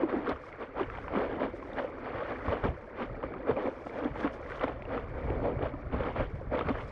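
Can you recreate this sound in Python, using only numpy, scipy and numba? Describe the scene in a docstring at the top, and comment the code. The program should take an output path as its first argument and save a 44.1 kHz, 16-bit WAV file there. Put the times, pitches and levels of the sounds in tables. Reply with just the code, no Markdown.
"""Paddling a surfboard under a pier

A kneeling surfer paddles through choppy sea, heard from a sealed camera on the board's nose.
Hands and chop throw up splashes: clouds of small bubbles, big air pockets that gulp, drops that
fall back or smack the deck. Water churns along the hull, foam fizzes, and wind and swell
buffet the housing."""
import sys
import numpy as np
from scipy import signal
from scipy.fft import rfft, irfft, next_fast_len
from scipy.io import wavfile
from scipy.ndimage import uniform_filter1d
from numba import njit

SR = 44100
rng = np.random.default_rng(int(sys.argv[2]) if len(sys.argv) > 2 else 0)


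def digitize_waveform(pressure):
    """Quantize a signal to 16-bit integers and store it at the path in sys.argv[1].

    Rows of a 2-D input are taken as channels; values are limited to [-1, 1].
    """
    field = np.atleast_2d(pressure).T
    bounded = np.clip(field, -1, 1)
    quanta = np.round(bounded * 32767).astype(np.int16)
    wavfile.write(sys.argv[1], SR, quanta)


N = 304731
T = np.arange(N) / SR


def undb(db):
    """Decibels to gain."""
    return 10 ** (np.asarray(db) / 20)


def unit(x):
    """Scale to rms 1."""
    return x / np.sqrt(np.mean(x ** 2))


def gains(table):
    """One gain curve per dB column of a timed table."""
    time_s, *columns_db = np.transpose(table)
    return [undb(np.interp(T, time_s, db)) for db in columns_db]


def colour(x, points):
    """Minimum-phase filter through (freq_hz, gain_db) points; output at rms 1."""
    hz, db = np.transpose(points)
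    size = next_fast_len(N + SR // 2, True)
    bins_hz = np.maximum(np.fft.rfftfreq(size, 1 / SR), 1)
    response = undb(np.interp(np.log(bins_hz), np.log(hz), db))
    rolloff = np.hypot(1, (bins_hz / hz[-1] / 2) ** 2)
    cepstrum = irfft(np.log(response / rolloff), size)
    cepstrum[1:size // 2] *= 2
    cepstrum[size // 2 + 1:] = 0
    return unit(irfft(rfft(x, size) * np.exp(rfft(cepstrum)), size)[:N])


def noise(points):
    """Noise shaped by (freq_hz, gain_db) points."""
    return colour(rng.standard_normal(N), points)


def even(x, span_s):
    """Level out swells slower than span_s; keep the fine grain."""
    size = max(int(span_s * SR), 2)
    power = uniform_filter1d(uniform_filter1d(x ** 2, size), size)
    return x / np.sqrt(np.abs(power) + 1e-9)


def flutter(rate_hz, spread_db):
    """Randomly wandering gain, mean power 1."""
    steps = rng.standard_normal(N // 100)
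    return unit(undb(spread_db * np.interp(T * rate_hz, np.arange(len(steps)), steps)))


def burst(peak_s, rise_s, fall_s, roundness=1.69):
    """Envelope of a burst of water; roundness 1 is pointed, 2 a bell."""
    away = np.maximum((peak_s - T) / rise_s, (T - peak_s) / fall_s)
    out, near = np.zeros(N), away < 10
    out[near] = np.exp(-away[near] ** roundness)
    return out


def blows(rows, rise_s, fall_s):
    """Exponential rise and fall for each (start_s, level_db)."""
    out = np.zeros(N)
    for start_s, level_db in rows:
        past_peak_s = T - start_s - rise_s
        exponent = np.minimum(past_peak_s / rise_s, -past_peak_s / fall_s)
        out += undb(level_db) * np.exp(np.maximum(exponent, -30))
    return out


def lingering(power, settle_s):
    """Gain that builds with splash power and settles afterwards."""
    keep = np.exp(-1 / (settle_s * SR))
    return np.sqrt(signal.lfilter([1 - keep], [1, -keep], power + 1e-18))


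@njit
def resonate(x, hz, q):
    """Band-pass with a moving centre."""
    out, band, low = np.empty(len(x)), 0., 0.
    for i in range(len(x)):
        g = np.tan(np.pi * hz[i] / SR)
        v = (band + g * (x[i] - low)) / (1 + g * (g + 1 / q))
        band, low, out[i] = 2 * v - band, low + 2 * g * v, v / q
    return out


@njit
def bubbles(start_s, hz, gain, cycles, glide, onset_cycles):
    """Sines that die by 60 dB over `cycles`; positive glide lifts the pitch, as near the surface."""
    out = np.zeros(N)
    for k in range(len(hz)):
        first, length = int(start_s[k] * SR), int(cycles[k] / hz[k] * SR)
        fade, opening = np.exp(-np.log(1000) / length), np.exp(-hz[k] / (onset_cycles * SR))
        phase, ring, shut = 0., gain[k], 1.
        for i in range(min(length, N - first)):
            phase += 2 * np.pi * hz[k] * (1 + glide * (i / length - .2)) / SR
            ring, shut = ring * fade, shut * opening
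            out[first + i] += ring * (1 - shut) * np.sin(phase)
    return out


def cloud(per_s, low_hz, high_hz, cycles, spread_db):
    """Steady bubble swarm, uniform in pitch; a few are much louder than the rest."""
    when, pitch, loud, life = rng.random((int(per_s * N / SR), 4)).T
    hz = low_hz + (high_hz - low_hz) * pitch
    gain = undb(-spread_db * np.log(loud + 0.017))
    ring_cycles = 1 + cycles * 2 * life
    return unit(bubbles(when * (N - 1) / SR, hz, gain, ring_cycles, glide=0.18, onset_cycles=0.11))


def plops(rows, cycles, glide, onset_cycles, gain_db):
    """One bubble per (start_s, pitch_hz, level_db)."""
    start_s, hz, level_db = np.array(rows, float).T.copy()
    ring_cycles = np.full(len(hz), float(cycles))
    return bubbles(start_s, hz, undb(level_db + gain_db), ring_cycles, glide, onset_cycles)


# Flow along the hull: time_s, gurgle_db, patter_db
HULL_FLOW = [(0, -44.5, -54), (.5, -48.5, -50), (.72, -47.5, -54), (1.03, -45.5, -48), (1.55, -43, -53),
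             (2.4, -42.5, -45), (2.85, -47, -53.5), (3.35, -40, -49.5), (3.85, -45, -51.5),
             (4.45, -42.5, -49.5), (4.8, -44.5, -54), (5.1, -46, -50.5), (5.45, -36, -49.5),
             (5.82, -45.5, -52.5), (6.4, -47.5, -54.5), (6.9, -46, -51.5)]
# Hull gurgle spectrum: freq_hz, gain_db
WASH_EQ = [(130, -19), (270, -2), (380, -2), (490, 2.5), (600, 1), (730, -7), (950, -16.5), (1600, -29)]
# Hull patter spectrum: freq_hz, gain_db
PATTER_EQ = [(450, -13.5), (750, -4.5), (1200, 0.5), (1750, -4), (2330, -4.5), (2650, -17.5), (3500, -22.5),
             (3900, -29), (4500, -24), (7000, -55.5)]


def wash(gurgle_power):
    """Water burbles and patters along the hull; each splash briefly stirs it up."""
    flow_gain, patter_gain = gains(HULL_FLOW)
    stir_gain = undb(-14) * lingering(gurgle_power, settle_s=0.017)
    gurgle_gain = np.hypot(undb(-1) * flow_gain, stir_gain)
    gurgle = colour(cloud(per_s=750, low_hz=150.4, high_hz=1300, cycles=23.4, spread_db=2), WASH_EQ)
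    patter = colour(cloud(per_s=4000, low_hz=623, high_hz=5970, cycles=23, spread_db=3), PATTER_EQ)
    return gurgle_gain * even(gurgle, span_s=0.04) + patter_gain * even(patter, span_s=0.054)


# Wind on the housing: time_s, level_db
WIND_LEVELS = [(0, -54.5), (.7, -58), (.88, -46.5), (1.9, -54.5), (2.7, -48.5), (2.88, -57.5), (3.15, -48),
               (3.7, -57.5), (4.2, -51.5), (5, -45), (5.3, -38.5), (5.8, -45.5), (6.2, -45), (6.9, -44.5)]
# Wind spectrum: freq_hz, gain_db
WIND_EQ = [(4, -41), (20, -8.5), (40, 3), (65, -1), (120, -2.5), (175, -15.5), (300, -39), (700, -50)]


def wind(gain_db=2.1):
    """Eddies rumble on the housing."""
    return undb(gain_db) * gains(WIND_LEVELS)[0] * even(noise(WIND_EQ), span_s=0.39)


# Foam bursting near the nose: peak_s, length_s, level_db
FIZZ_PATCHES = [(0.452, 0.26, -72), (0.998, 0.35, -73), (1.562, 0.04, -66.5), (1.7, 0.34, -72.5),
                (2.45, 0.79, -74.5), (3.87, 0.41, -70), (4.206, 0.14, -68), (4.34, 0.06, -65.5),
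                (4.54, 0.25, -67), (5.25, 0.48, -80), (6.36, 0.17, -78), (6.89, 0.24, -69.5)]
# Foam spectrum: freq_hz, gain_db
FOAM_EQ = [(2000, -10.5), (3300, 3.5), (3900, -1.5), (4400, -3.5), (5400, -0.5), (7500, -10.5), (9200, -12),
           (11000, -17.5)]


def foam(spray_power, steady_db=-83, trail_db=-39.5):
    """Tiny bubbles burst in a spurting hiss: faintly throughout, after splashes and in patches."""
    fizz = colour(cloud(per_s=11000, low_hz=2430, high_hz=11650, cycles=48, spread_db=3.5), FOAM_EQ)
    spurts = flutter(rate_hz=70, spread_db=3)
    patch_power = sum((undb(level_db) * burst(peak_s, length_s / 2, length_s / 2)) ** 2
                      for peak_s, length_s, level_db in FIZZ_PATCHES)
    trail = undb(trail_db) * lingering(spray_power, settle_s=0.044)
    return np.sqrt(undb(steady_db) ** 2 + trail ** 2 + patch_power) * spurts * even(fizz, span_s=0.076)


# Splashes of hands and chop: peak_s, rise_s, fall_s, cavity_hz, gurgle_db, spray_db
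SPLASH_BURSTS = [(0.021, 0.035, 0.032, 338, -32.5, -42), (0.101, 0.019, 0.018, 392, -39.5, -40),
                 (0.129, 0.0035, 0.015, 416, -33, -39), (0.146, 0.068, 0.098, 330, -33, -43),
                 (0.275, 0.021, 0.019, 423, -38, -35.5), (0.303, 0.025, 0.03, 426, -30.5, -37.5),
                 (0.62, 0.024, 0.031, 443, -38, -42), (0.775, 0.021, 0.02, 400.0, -36.5, -45),
                 (0.8, 0.027, 0.039, 383, -33, -37.5), (0.965, 0.057, 0.023, 496, -61, -45.5),
                 (1.163, 0.03, 0.029, 382, -31, -36.5), (1.214, 0.086, 0.07, 413, -29.5, -39.5),
                 (1.32, 0.025, 0.062, 416, -35, -45), (1.432, 0.047, 0.043, 404, -29.5, -37.5),
                 (1.793, 0.02, 0.012, 500, -34.5, -34), (1.8, 0.07, 0.076, 505, -38, -45.5),
                 (2.064, 0.029, 0.044, 440, -39.5, -43.5), (2.187, 0.081, 0.11, 500, -39.5, -41.5),
                 (2.313, 0.031, 0.031, 600, -36, -40), (2.463, 0.015, 0.014, 495, -33.5, -40),
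                 (2.484, 0.0058, 0.013, 418, -32, -34.5), (2.525, 0.022, 0.024, 462.0, -28.5, -35),
                 (2.567, 0.016, 0.05, 480.0, -38, -45), (2.645, 0.013, 0.029, 423, -26.5, -33),
                 (2.68, 0.024, 0.029, 450.0, -37, -46), (3.017, 0.043, 0.034, 376, -35.5, -38.5),
                 (3.239, 0.011, 0.018, 560, -34.5, -45), (3.498, 0.026, 0.028, 446, -26.5, -38),
                 (3.574, 0.014, 0.023, 482, -28.5, -42), (3.609, 0.039, 0.047, 453, -36, -41.5),
                 (3.67, 0.026, 0.024, 340, -29.5, -41.5), (3.87, 0.0072, 0.0079, 590, -35, -46.5),
                 (3.996, 0.07, 0.02, 476, -36.5, -44.5), (4.051, 0.046, 0.035, 282, -33, -42.5),
                 (4.165, 0.015, 0.015, 320, -41, -45.5), (4.21, 0.026, 0.0094, 334, -33.5, -42),
                 (4.251, 0.027, 0.032, 294, -31.5, -35.5), (4.522, 0.062, 0.22, 446, -57, -46.5),
                 (4.614, 0.0064, 0.013, 510.0, -35, -35.5), (4.639, 0.01, 0.009, 503, -27, -30.5),
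                 (4.685, 0.028, 0.037, 446, -36, -42.5), (4.944, 0.051, 0.063, 520, -33, -41),
                 (5.186, 0.048, 0.032, 447, -39.5, -50.5), (5.324, 0.095, 0.087, 406, -35, -48.5),
                 (5.474, 0.05, 0.051, 466, -29.5, -43.5), (5.629, 0.023, 0.014, 302, -29.5, -41),
                 (5.659, 0.018, 0.024, 596, -35.5, -41), (5.939, 0.017, 0.034, 300, -31.5, -39.5),
                 (6.008, 0.039, 0.041, 480, -37, -41), (6.068, 0.05, 0.055, 460.0, -34.5, -38.5),
                 (6.163, 0.01, 0.025, 490.0, -34, -37.5), (6.202, 0.022, 0.042, 525, -31.5, -37.5),
                 (6.524, 0.006, 0.0045, 646, -30, -48), (6.55, 0.025, 0.024, 545, -27.5, -36),
                 (6.585, 0.0095, 0.015, 515, -28.5, -34), (6.613, 0.0098, 0.017, 394, -31.5, -40.5),
                 (6.691, 0.0052, 0.012, 455, -23, -32.5), (6.695, 0.049, 0.031, 328, -39, -38),
                 (6.756, 0.011, 0.013, 410, -35.5, -40.5), (6.803, 0.049, 0.027, 368, -42.5, -41.5)]
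# Splash gurgle spectrum: freq_hz, gain_db
GURGLE_EQ = [(100, -13), (185, -15), (255, -0.5), (370, -9), (490, 1), (690, -2.5), (950, -7), (1600, -39)]
# Spray spectrum: freq_hz, gain_db
SPRAY_EQ = [(450, -25), (750, -6), (1150, 0), (1700, -5.5), (2380, -9), (2620, -19), (3550, -22),
            (3850, -31.5), (4300, -26.5), (6000, -45.5), (8000, -55.5), (11000, -62.5)]


def splashes(ring_db=1, sag_oct=0.34):
    """Gurgle rings a closing cavity, with spray on top. Returns sound, gurgle power, spray power."""
    gurgle = cloud(per_s=900, low_hz=136, high_hz=1227, cycles=5, spread_db=4.5)
    gurgle = even(colour(gurgle, GURGLE_EQ), span_s=0.012)
    spray = cloud(per_s=6000, low_hz=588, high_hz=8770, cycles=13.3, spread_db=3)
    spray = even(colour(spray, SPRAY_EQ), span_s=0.016)
    ringing, gurgle_power, spray_power = np.zeros((3, N))
    for peak_s, rise_s, fall_s, cavity_hz, gurgle_db, spray_db in SPLASH_BURSTS:
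        near = np.abs(T - peak_s) < .35
        envelope = burst(peak_s, rise_s, fall_s)[near]
        # Pitch sinks from +sag_oct to -sag_oct as the water closes over.
        pitch_hz = cavity_hz * 2 ** (-sag_oct * np.tanh((T[near] - peak_s) / (rise_s + fall_s)))
        drive = np.roll(gurgle, rng.integers(N))[near]
        cavity = even(resonate(drive, pitch_hz, q=3.6), span_s=0.0077)
        ringing[near] += undb(gurgle_db + ring_db) * envelope * cavity
        gurgle_power[near] += (undb(gurgle_db) * envelope) ** 2
        spray_power[near] += (undb(spray_db) * envelope) ** 2
    body = (ringing + gurgle * np.sqrt(gurgle_power)) / np.hypot(1, undb(ring_db))
    return body + spray * np.sqrt(spray_power), gurgle_power, spray_power


def crackle(spray_power, gain_db=-19):
    """Small bubbles snap in the thick of each splash."""
    snaps = cloud(per_s=420, low_hz=2520, high_hz=4340, cycles=8.9, spread_db=3)
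    eq = [(1500, -8.5), (2900, 5), (3600, -2.5), (4100, -13.5), (5500, -17), (9000, -39.5)]
    return undb(gain_db) * lingering(spray_power, settle_s=0.013) * colour(snaps, eq)


def stray_drops(spray_power, gain_db=-23):
    """Thrown spray lands as scattered drops, each ringing a small bubble."""
    pings = cloud(per_s=130, low_hz=970, high_hz=3700, cycles=58, spread_db=4.5)
    eq = [(700, -5), (1300, 2.5), (2300, -0.5), (4500, -20.5), (9000, -56.5)]
    return undb(gain_db) * lingering(spray_power, settle_s=0.05) * colour(pings, eq)


# Single drops on the water: start_s, pitch_hz, level_db
DROPS = [(.032, 1007, -34.5), (.095, 1085, -37), (.315, 1124, -37), (.36, 1190, -41.5), (.527, 2140, -41),
         (.797, 1155, -29), (.833, 2980, -44), (.9, 1310, -40.5), (.951, 2250, -41.5), (1.626, 1066, -39.5),
         (1.733, 3670, -51), (3.013, 1220, -40), (3.237, 1250, -35.5), (3.338, 1245, -39),
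         (3.566, 2420, -41), (3.868, 825, -40.5), (3.896, 2280, -45.5), (4.046, 3360, -45),
         (4.157, 890, -38.5), (4.236, 1701, -38), (4.276, 1405, -32.5), (4.519, 1540, -34.5),
         (4.596, 3070, -47), (4.853, 2770, -47.5), (5.738, 1250, -42.5), (6.592, 3580, -41.5),
         (6.61, 1270, -30), (6.688, 2180, -34)]


def drips(tap_db=-10):
    """Each drop taps the surface and leaves a small bubble ringing."""
    tap = noise([(600, -17), (1300, -2.5), (2300, 9), (3500, -9), (5000, -28), (9000, -53)])
    impacts = blows([(s, db) for s, _, db in DROPS], rise_s=.001, fall_s=.002)
    rings = plops(DROPS, cycles=37.6, glide=0.27, onset_cycles=0.54, gain_db=7)
    return undb(tap_db) * impacts * tap + rings


# Big air pockets: start_s, pitch_hz, level_db
AIR_POCKETS = [(.033, 337, -12), (.051, 303, -20.5), (.138, 341, -15), (.161, 260, -20), (.186, 285, -26),
               (.278, 447, -18), (.294, 470, -19), (.809, 363, -17.5), (.814, 270, -30),
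               (1.162, 206, -20.5), (1.205, 410, -22.5), (1.417, 553, -19), (1.536, 347, -27),
               (1.8, 577, -20.5), (1.845, 520, -19), (2.146, 533, -25), (2.222, 584, -21.5),
               (2.529, 584, -20.5), (2.645, 185, -25.5), (3.022, 251, -28), (3.494, 440, -13),
               (3.571, 523, -19.5), (3.682, 520, -19.5), (4.055, 287, -19.5), (4.244, 300, -18.5),
               (4.264, 262, -19), (4.641, 272, -22), (5.493, 500, -19), (5.657, 615, -20),
               (5.737, 290, -27.5), (6.005, 520, -19), (6.203, 568, -21), (6.412, 522, -27.5),
               (6.702, 265, -16)]


def gulps():
    """Air pockets close under the board and ring briefly."""
    return plops(AIR_POCKETS, cycles=12.85, glide=0.04, onset_cycles=2.18, gain_db=7.5)


# Spray hitting the housing: start_s, level_db
SPRAY_FLECKS = [(0.2917, -51), (3.8876, -74), (4.2044, -58), (4.556, -63), (4.635, -58), (4.8215, -68)]


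def spatter(gain_db=7):
    """Flecks of spray tick on the housing."""
    tick = noise([(1000, -9), (3200, 29), (5000, 15.5), (7500, -3.5), (11000, -9)])
    return undb(gain_db) * tick * blows(SPRAY_FLECKS, rise_s=.0015, fall_s=.005)


# Swell hitting the board: start_s, level_db, pitch_hz
SHOVES = [(0.307, -36, 70), (2.136, -36, 90), (2.476, -26.5, 87), (2.635, -26.5, 93), (2.681, -26.5, 66.5),
          (3.102, -32, 46), (3.231, -36, 59.3), (3.507, -32, 142), (4.104, -32.5, 53.5), (5.244, -31, 60),
          (5.299, -29.5, 58), (5.557, -29, 88), (5.62, -27, 62.5), (5.851, -33, 60.3), (5.93, -25, 68.5),
          (5.988, -31, 65), (6.19, -24.5, 43.7), (6.334, -28, 141), (6.464, -26.5, 89), (6.653, -27.5, 85),
          (6.833, -31.5, 50)]
# Shove spectrum: freq_hz, gain_db
SHOVE_EQ = [(8, -35), (35, 0.5), (70, 0), (125, 2.5), (190, -11), (300, -24), (700, -50)]


def swell(thud_db=-5):
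    """Each dull shove of the swell ends in a few slow cycles of trapped air."""
    push = blows([(s, db) for s, db, _ in SHOVES], rise_s=.009, fall_s=.026)
    thud = push * even(noise(SHOVE_EQ), span_s=0.011)
    trapped_air = [(s, hz, db) for s, db, hz in SHOVES]
    boom = plops(trapped_air, cycles=11, glide=0.11, onset_cycles=0.92, gain_db=3)
    return undb(thud_db) * thud + boom


# Water blobs on the deck, the bigger the lower: start_s, pitch_hz, level_db
DECK_BLOBS = [(.9002, 1760, -31.5), (0.985, 770, -29.5), (1.0807, 990, -27), (1.138, 700, -26),
              (2.639, 560, -21.5), (3.229, 900, -27.5), (3.471, 1250, -30.5), (4.507, 1400, -30),
              (4.52, 1900, -32), (4.61, 1230, -23.5), (4.68, 815, -24.5), (4.822, 2200, -34.5),
              (4.977, 1200, -24.5), (5.302, 370, -23.5), (5.455, 720, -22.5), (5.591, 615, -30),
              (5.626, 400, -24)]


def smacks(crack_db=-15, housing_hz=3000):
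    """A blob lands flat: a crack and a few cycles of the air under it, dulled by the housing."""
    crack = noise([(500, -9), (1200, 3), (2300, 3.5), (5000, -15.5)])
    impacts = blows([(s, db) for s, _, db in DECK_BLOBS], rise_s=.0005, fall_s=.002)
    rings = plops(DECK_BLOBS, cycles=15.2, glide=-0.11, onset_cycles=0.25, gain_db=2)
    housing = signal.butter(4, housing_hz, fs=SR, output="sos")
    return signal.sosfilt(housing, undb(crack_db) * impacts * crack + rings)


def scene():
    """Water and wind around the nose of the board, mono."""
    splashing, gurgle_power, spray_power = splashes()
    drops = drips() + smacks() + stray_drops(spray_power) + spatter()
    bubbling = crackle(spray_power) + gulps() + wash(gurgle_power) + foam(spray_power)
    return (splashing + drops + bubbling + wind() + swell())[None]


def record(dry):
    """A gentle high-pass removes the slowest drift; the camera cuts the top treble."""
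    low_hz, top_hz = 12, 11300
    sound = signal.sosfilt(signal.butter(2, low_hz, "high", fs=SR, output="sos"), dry)
    return signal.sosfilt(signal.ellip(8, .2, 70, top_hz, fs=SR, output="sos"), sound)


dry = scene()
out = record(dry)
digitize_waveform(out)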